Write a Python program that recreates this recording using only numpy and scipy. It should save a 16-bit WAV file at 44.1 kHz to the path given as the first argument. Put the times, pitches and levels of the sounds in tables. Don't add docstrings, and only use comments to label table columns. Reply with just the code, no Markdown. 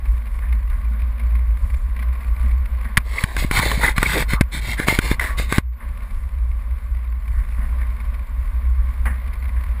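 import sys
import numpy as np
from scipy import signal
from scipy.fft import rfft, irfft
from scipy.io import wavfile

SR = 44100
rng = np.random.default_rng(int(sys.argv[2]) if len(sys.argv) > 2 else 0)


def file_out(sig):
    cols = np.atleast_2d(sig).T
    lim = np.clip(cols, -1, 1)
    pcm = np.round(lim * 32767).astype(np.int16)
    wavfile.write(sys.argv[1], SR, pcm)


N = 432180
T = np.arange(N) / SR

# t/s, relative level/dB
ROUGHNESS = [(0, -48.5), (1.2, -46), (1.6, -48.5), (2.4, -44), (2.9, -45.5), (4.5, -45), (5.8, -46),
             (6.4, -50.5), (7.4, -48.5), (7.75, -44.5), (8.15, -48), (9.8, -44)]
# f/Hz, relative level/dB
GRIT_SPECTRUM = [(500, 4), (1600, 7), (2400, 6.5), (3100, -3), (4400, -7), (7500, -21.5), (10000, -11),
                 (14500, -4.5), (16000, -19)]


def gain_of(db):
    return 10 ** (np.asarray(db) / 20)


def unit_rms(x):
    return x / np.sqrt(np.mean(x ** 2) + 1e-20)


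def follow(rows):
    times, *columns = np.transpose(rows)
    return [np.interp(T, times, column) for column in columns]


def add(mix, start, sound):
    part = mix[max(round(start * SR), 0):][:len(sound)]
    part += sound[:len(part)]


def drift(cutoff_hz):
    hz = np.fft.rfftfreq(N, 1 / SR)
    return unit_rms(irfft(rfft(rng.standard_normal(N)) * np.exp(-(hz / cutoff_hz) ** 2), N))


def bell(middle, width):
    out = np.zeros(N)
    near = slice(max(int((middle - 2 * width) * SR), 0), int((middle + 2 * width) * SR))
    out[near] = .5 ** ((2 * (T[near] - middle) / width) ** 2)
    return out


def bursts(per_s, length_s):
    starts = rng.uniform(0.08, 1, N) * (rng.random(N) < per_s / SR)
    return unit_rms(signal.oaconvolve(starts, signal.windows.hann(int(length_s * SR)))[:N])


def through_case(x, spectrum, size=4096):
    # f/Hz, bandwidth/Hz, gain/dB
    modes = [(1110, 250, 7.5), (1292, 150, -5), (1475, 170, 2), (1880, 93, 0), (2182, 550, 8),
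             (3650, 180, 3.5), (6013, 524, -12), (8210, 1050, 4.5), (9930, 770, 12.5), (10820, 310, 7),
             (11720, 800, -6), (13000, 250, 0), (13300, 310, 2)]
    hz = abs(np.fft.fftfreq(size, 1 / SR))
    source_hz, source_db = np.transpose(spectrum)
    db = np.interp(np.log(hz + 1), np.log(source_hz), source_db)
    db += sum(height * .5 ** ((2 * (hz - centre) / width) ** 2) for centre, width, height in modes)
    response = np.exp(np.conj(signal.hilbert(np.log(gain_of(db)))))
    ring = np.fft.ifft(response).real[:size // 2]
    return signal.oaconvolve(x, ring / np.linalg.norm(ring))[:N]


def engine(rock_depth=0.62, surge_s=.12, sag_db=-7.5, sag_lead_s=0.086, sag_s=0.039):
    # t/s, f/Hz, relative level/dB
    boom = [(0, 57.45, -28.5), (1.2, 57.2, -23), (1.7, 59.2, -20), (2.6, 60.9, -21.5), (3.3, 56, -33.5),
            (4.2, 54.89, -26.5), (4.8, 54.08, -31), (5.7, 59.65, -23), (6.3, 59.74, -31.5),
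            (6.9, 60.25, -22.5), (7.5, 58.34, -25.5), (8.1, 60.34, -27.5), (8.6, 61.74, -21),
            (9.2, 62, -22.5), (9.8, 58.84, -26)]
    # middle t/s, relative level/dB
    lurches = [(.13, -19.5), (.53, -15), (.89, -18), (1.27, -21), (1.9, -20.5), (2.43, -17), (2.76, -19.5),
               (4.56, -36), (5.25, -24.5), (5.41, -21), (6.39, -21), (6.71, -19), (7.35, -19.5),
               (7.6, -19.5), (7.76, -18), (8.38, -23), (8.7, -23), (9.02, -20), (9.59, -18.5)]
    hz, level_db = follow(boom)
    phase = 2 * np.pi * np.cumsum(hz) / SR + .4 * drift(11)
    rocking = gain_of(level_db) * (1 + rock_depth * drift(6.9))
    surges = sum(gain_of(db) * bell(s, surge_s) for s, db in lurches)
    lift_db = sum(sag_db * bell(s - sag_lead_s, sag_s) for s, _ in lurches)
    return np.hypot(rocking, surges) * gain_of(3 + lift_db + drift(44)) * np.sin(phase)


def track():
    # f/Hz, relative level/dB
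    sway_spectrum = [(10, -25), (25, 2.5), (45, 8), (70, -2.5), (95, -13.5), (130, -32), (300, -61.5)]
    tyre_spectrum = [(60, 14), (160, 8.5), (225, 19), (290, -2), (400, -3), (560, 7), (750, -1),
                     (1050, 5.5), (1600, 2.5), (2300, -5), (2900, -9.5), (4500, -16), (7000, -33.5),
                     (14500, -11.5), (16000, -68)]
    squeak_spectrum = [(2500, -14), (3700, -18), (4450, 17), (5100, -48), (7500, 13), (9000, -36),
                       (16000, -38)]
    level_db = follow(ROUGHNESS)[0] + occlusion_db()
    body, road, stones, trim = rng.standard_normal((4, N))
    sway_db = -25.5 + 0.68 * (level_db - level_db.mean()) + 3.9 * drift(4.2)
    sway = gain_of(sway_db) * through_case(body, sway_spectrum)
    roar = gain_of(level_db + 3 + drift(3.8)) * through_case(road, tyre_spectrum)
    patter = bursts(per_s=45, length_s=.012) * gain_of(1.5 * drift(12))
    grit = gain_of(level_db - 5) * through_case(stones * patter, GRIT_SPECTRUM)
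    rubs = bursts(per_s=11, length_s=0.007)
    squeaks = gain_of(level_db - 28) * through_case(trim * rubs, squeak_spectrum)
    return sway + roar + grit + squeaks


def rattles(tick_t60=0.056, clatter_t60=0.29, thud_t60=0.3):
    # t/s, level/dB
    tick_events = [(0.052, -33.5), (0.266, -36), (0.35, -40), (.523, -29.5), (0.697, -32.5), (1.193, -31),
                   (1.35, -34), (1.99, -29.5), (2.15, -35), (2.207, -36), (2.848, -40), (7.276, -36),
                   (9.054, -28)]
    # t/s, clatter level/dB, thud level/dB, rise time/s
    bumps = [(.41, -36, -39, 0.023), (.523, -44, -35, .004), (.70, -36.5, -43, 0.028),
             (0.896, -68, -33, 0.0061), (1.193, -59, -44, .005), (1.351, -47, -37, 0.0043),
             (1.991, -53, -39, 0.0056), (2.419, -41, -31, 0.0089), (2.846, -38.5, -34.5, 0.0034),
             (5.8, -39, -52, .006), (7.32, -39, -52, 0.026), (7.375, -43, -37, 0.0093),
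             (7.572, -43, -34, 0.013), (7.6, -34, -36, 0.045), (7.79, -38, -56, .025),
             (9.053, -24.5, -27.5, 0.0031), (9.552, -37, -44, .02)]
    # f/Hz, relative level/dB
    clatter_spectrum = [(150, -30), (600, -3), (1080, -3.5), (1500, 0.5), (1850, 4), (2300, -13.5),
                        (3000, -16.5), (4500, -53), (10000, -22), (16000, -23)]
    thud_spectrum = [(60, 6), (150, 3.5), (225, 10.5), (310, -19.5), (1500, -40)]
    t = T[:SR // 2]
    ticks, shake, thuds = np.zeros((3, N))
    for s, db in tick_events:
        add(ticks, s, gain_of(db - 60 * t / tick_t60) * np.minimum(t / 0.0041, 1))
    for s, clatter_db, thud_db, rise in bumps:
        onset = np.minimum(t / rise, 1)
        add(shake, s, onset * gain_of(clatter_db - 60 * t / clatter_t60))
        add(thuds, s, onset * gain_of(thud_db - 60 * t / thud_t60))
    jiggle_db = follow(ROUGHNESS)[0] + occlusion_db() - 13.5 + 2.5 * np.minimum(drift(19), 2)
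    shake = np.hypot(shake, gain_of(jiggle_db))
    tick_noise, shake_noise, thud_noise = rng.standard_normal((3, N))
    clatter = shake * shake_noise * bursts(per_s=9200, length_s=0.0038)
    return (through_case(ticks * tick_noise, GRIT_SPECTRUM)
            + through_case(clatter, clatter_spectrum)
            + through_case(thuds * thud_noise, thud_spectrum))


def whine(split_hz=124):
    # t/s, f/Hz, level/dB
    lower_tone = [(5.80, 11940, -64), (5.81, 12314, -70), (6.97, 12314, -70), (6.98, 11940, -66)]
    hz, level_db = follow(lower_tone)
    phases = [2 * np.pi * np.cumsum(hz + offset) / SR + .7 * drift(22) for offset in (0, split_hz)]
    return gain_of(level_db + 3 * drift(14)) * np.sin(phases).sum(axis=0)


def knocks(crack_t60=0.022, rebound=0.083, mount_hz=62, mount_t60=0.57):
    # t/s, relative crack level/dB, push level/dB, push duration/ms
    blows = [(2.9713, -6.5, -20, 3), (2.9751, -7.5, -3.5, 6.92), (3.238, -12.5, -5, 6.6),
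             (3.3658, -16.5, -19, 2.2), (3.446, -40, -7.5, 3.9), (3.5116, -13, -10, 2.7),
             (3.594, -31, -9, 4.9), (3.7151, -12.5, -15, 2.1), (3.776, -44, -9.5, 5.5),
             (3.98, -11.5, -6.5, 5.2), (4.029, -6, -6, 1.8), (4.061, -30, -17, 3), (4.334, -16.5, -5, 4.6),
             (4.4097, -8, 5.5, 3.7), (4.799, -20, -7.5, 2.5), (4.884, -8.5, -3.5, 2.8),
             (4.926, -34, -8.5, 1.9), (4.9885, -9, -1.5, 2.7), (5.114, -17.5, -3.5, 2.9),
             (5.196, -16.5, -36, 1.77), (5.5243, -11, -6.5, 2.2), (5.5823, -10, 2.5, 3.55)]
    # f/Hz, relative level/dB
    crack_spectrum = [(400, -23), (850, -8.5), (1550, 1.5), (2200, -8), (3300, -10), (5000, -19),
                      (8000, -20.5), (10000, -22.5), (14500, -20), (16000, -43)]
    t = T[:SR // 5]
    cracks, pushes = np.zeros((2, N))
    swing = np.sin(2 * np.pi * mount_hz * t) * gain_of(-60 * t / mount_t60)
    for s, crack_db, push_db, push_ms in blows:
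        push = np.sin(np.pi * np.minimum(t * 1000 / push_ms, 1)) ** 2
        add(cracks, s, gain_of(crack_db + 1 - 60 * t / crack_t60) * np.minimum(t / 0.00011, 1))
        add(pushes, s, gain_of(push_db) * (rebound * swing - push))
    return through_case(cracks * unit_rms(rng.standard_normal(N)), crack_spectrum) + pushes


def occlusion_db(seal_s=.02, lift_s=0.11):
    # start t/s, end t/s, gain/dB
    covers = [(3.03, 3.35, -8), (4.423, 4.504, -3), (5.608, 5.772, -14.5)]
    return sum(db * np.clip((T - start) / seal_s + .5, 0, 1) * np.clip((end - T) / lift_s + .5, 0, 1)
               for start, end, db in covers)


def slips(per_s, spread_db):
    size = gain_of(spread_db * np.minimum(rng.exponential(1, N), 4))
    return unit_rms(size * rng.choice([-1, 1], N) * (rng.random(N) < per_s / SR))


def hand_cavity(x, reflection=0.31, longest_s=.003, count=5):
    echoes = sum(rng.choice([-1, 1]) * np.roll(x, int(rng.uniform(.1, 1) * longest_s * SR))
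                 for _ in range(count))
    return unit_rms(x + reflection * echoes)


def wiping(rise_s=0.014, fall_s=0.031):
    # start t/s, end t/s, relative level/dB, extra rasp/dB, swell over the stroke/dB
    strokes = [(3.04, 3.235, -43, 5, 22), (3.23, 3.376, -47, 5, 3), (3.382, 3.503, -38.5, 1, -28),
               (3.509, 3.598, -27, 4.5, 17), (3.619, 3.833, -32, 2, -14.5), (3.816, 3.921, -31.5, 10, -4.5),
               (3.965, 4.012, -38, 5, -18), (4.004, 4.227, -29.5, 2.5, 9), (4.287, 4.351, -33, 6.5, 5),
               (4.521, 4.596, -32.5, -3, 0.5), (4.613, 4.744, -35, 1, 15.5), (4.776, 4.865, -37.5, 7, -4),
               (4.874, 4.996, -32, 6, -16.5), (5.013, 5.141, -33, 1, 2.5), (5.206, 5.348, -42, 11, -19),
               (5.38, 5.512, -41, -5, -32.5), (5.491, 5.584, -36, 6, 7.5)]
    # middle t/s, relative level/dB, duration/s, f/Hz
    scuffs = [(3.186, -12, 0.0066, 2140), (3.569, -15, 0.015, 2155), (3.85, -10.5, 0.009, 1850),
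              (3.883, -10, 0.0083, 2030), (4.03, -19, 0.014, 1100), (4.063, -10.5, 0.0082, 2186),
              (4.171, -17, 0.037, 402), (4.375, -28, 0.042, 1170), (4.901, -14, .014, 2105),
              (5.199, -12.5, .005, 2003), (5.31, -35, 0.13, 1126)]
    # f/Hz, relative level/dB
    hiss_spectrum = [(300, -2), (1000, -11), (2100, 5.5), (2800, 3), (4200, 8), (5200, -4), (8000, -3),
                     (10000, -10), (13200, -62), (14100, 9.5), (14700, -19), (16000, -38)]
    rasp_spectrum = [(200, -15.5), (640, -11.5), (880, 4), (1100, -1.5), (1600, 4.5), (2200, 1.5),
                     (2700, -18), (5000, -24), (15000, -16.5)]
    drag_spectrum = [(40, -5), (130, 6.5), (250, -6.5), (430, -6.5), (650, -6.5), (1500, -35.5)]
    pressure, out = drift(51), np.zeros(N)
    hiss = through_case(gain_of(0.62 * pressure) * slips(per_s=12000, spread_db=5.5), hiss_spectrum)
    rasp = through_case(gain_of(1.4 * pressure) * slips(per_s=1300, spread_db=3), rasp_spectrum)
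    drag = through_case(gain_of(4.5 * pressure) * slips(per_s=660, spread_db=4.5), drag_spectrum)
    for start, end, level_db, grip_db, swell_db in strokes:
        span = slice(int((start - rise_s) * SR), int((end + 2 * fall_s) * SR))
        t = T[span]
        contact = (1 + np.tanh(2 * (t - start) / rise_s)) * (1 + np.tanh(2 * (end - t) / fall_s)) / 4
        along = np.clip((t - start) / max(end - start, .01), 0, 1) - .5
        speed = 1 + 0.13 * np.cos(2 * np.pi * along)
        envelope = gain_of(level_db + swell_db * along) * speed * contact
        for texture, db in (hiss, 1.5), (rasp, grip_db + 0.5), (drag, 0.8):
            out[span] += gain_of(db) * envelope * hand_cavity(texture[span])
    jitter = 1.11 * drift(230)
    for s, db, duration, hz in scuffs:
        out += gain_of(db - 0.5) * bell(s, duration) * np.sin(2 * np.pi * hz * T + jitter)
    return out


def scene():
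    return (engine() + track() + rattles() + wiping() + knocks() + whine())[None]


def record(dry, cutoff_hz=15500):
    low_pass = signal.firwin(255, cutoff_hz, window=("kaiser", 9), fs=SR)
    return signal.oaconvolve(np.clip(dry, -1, 1), low_pass[None], "same")


dry = scene()
out = record(dry)
file_out(out)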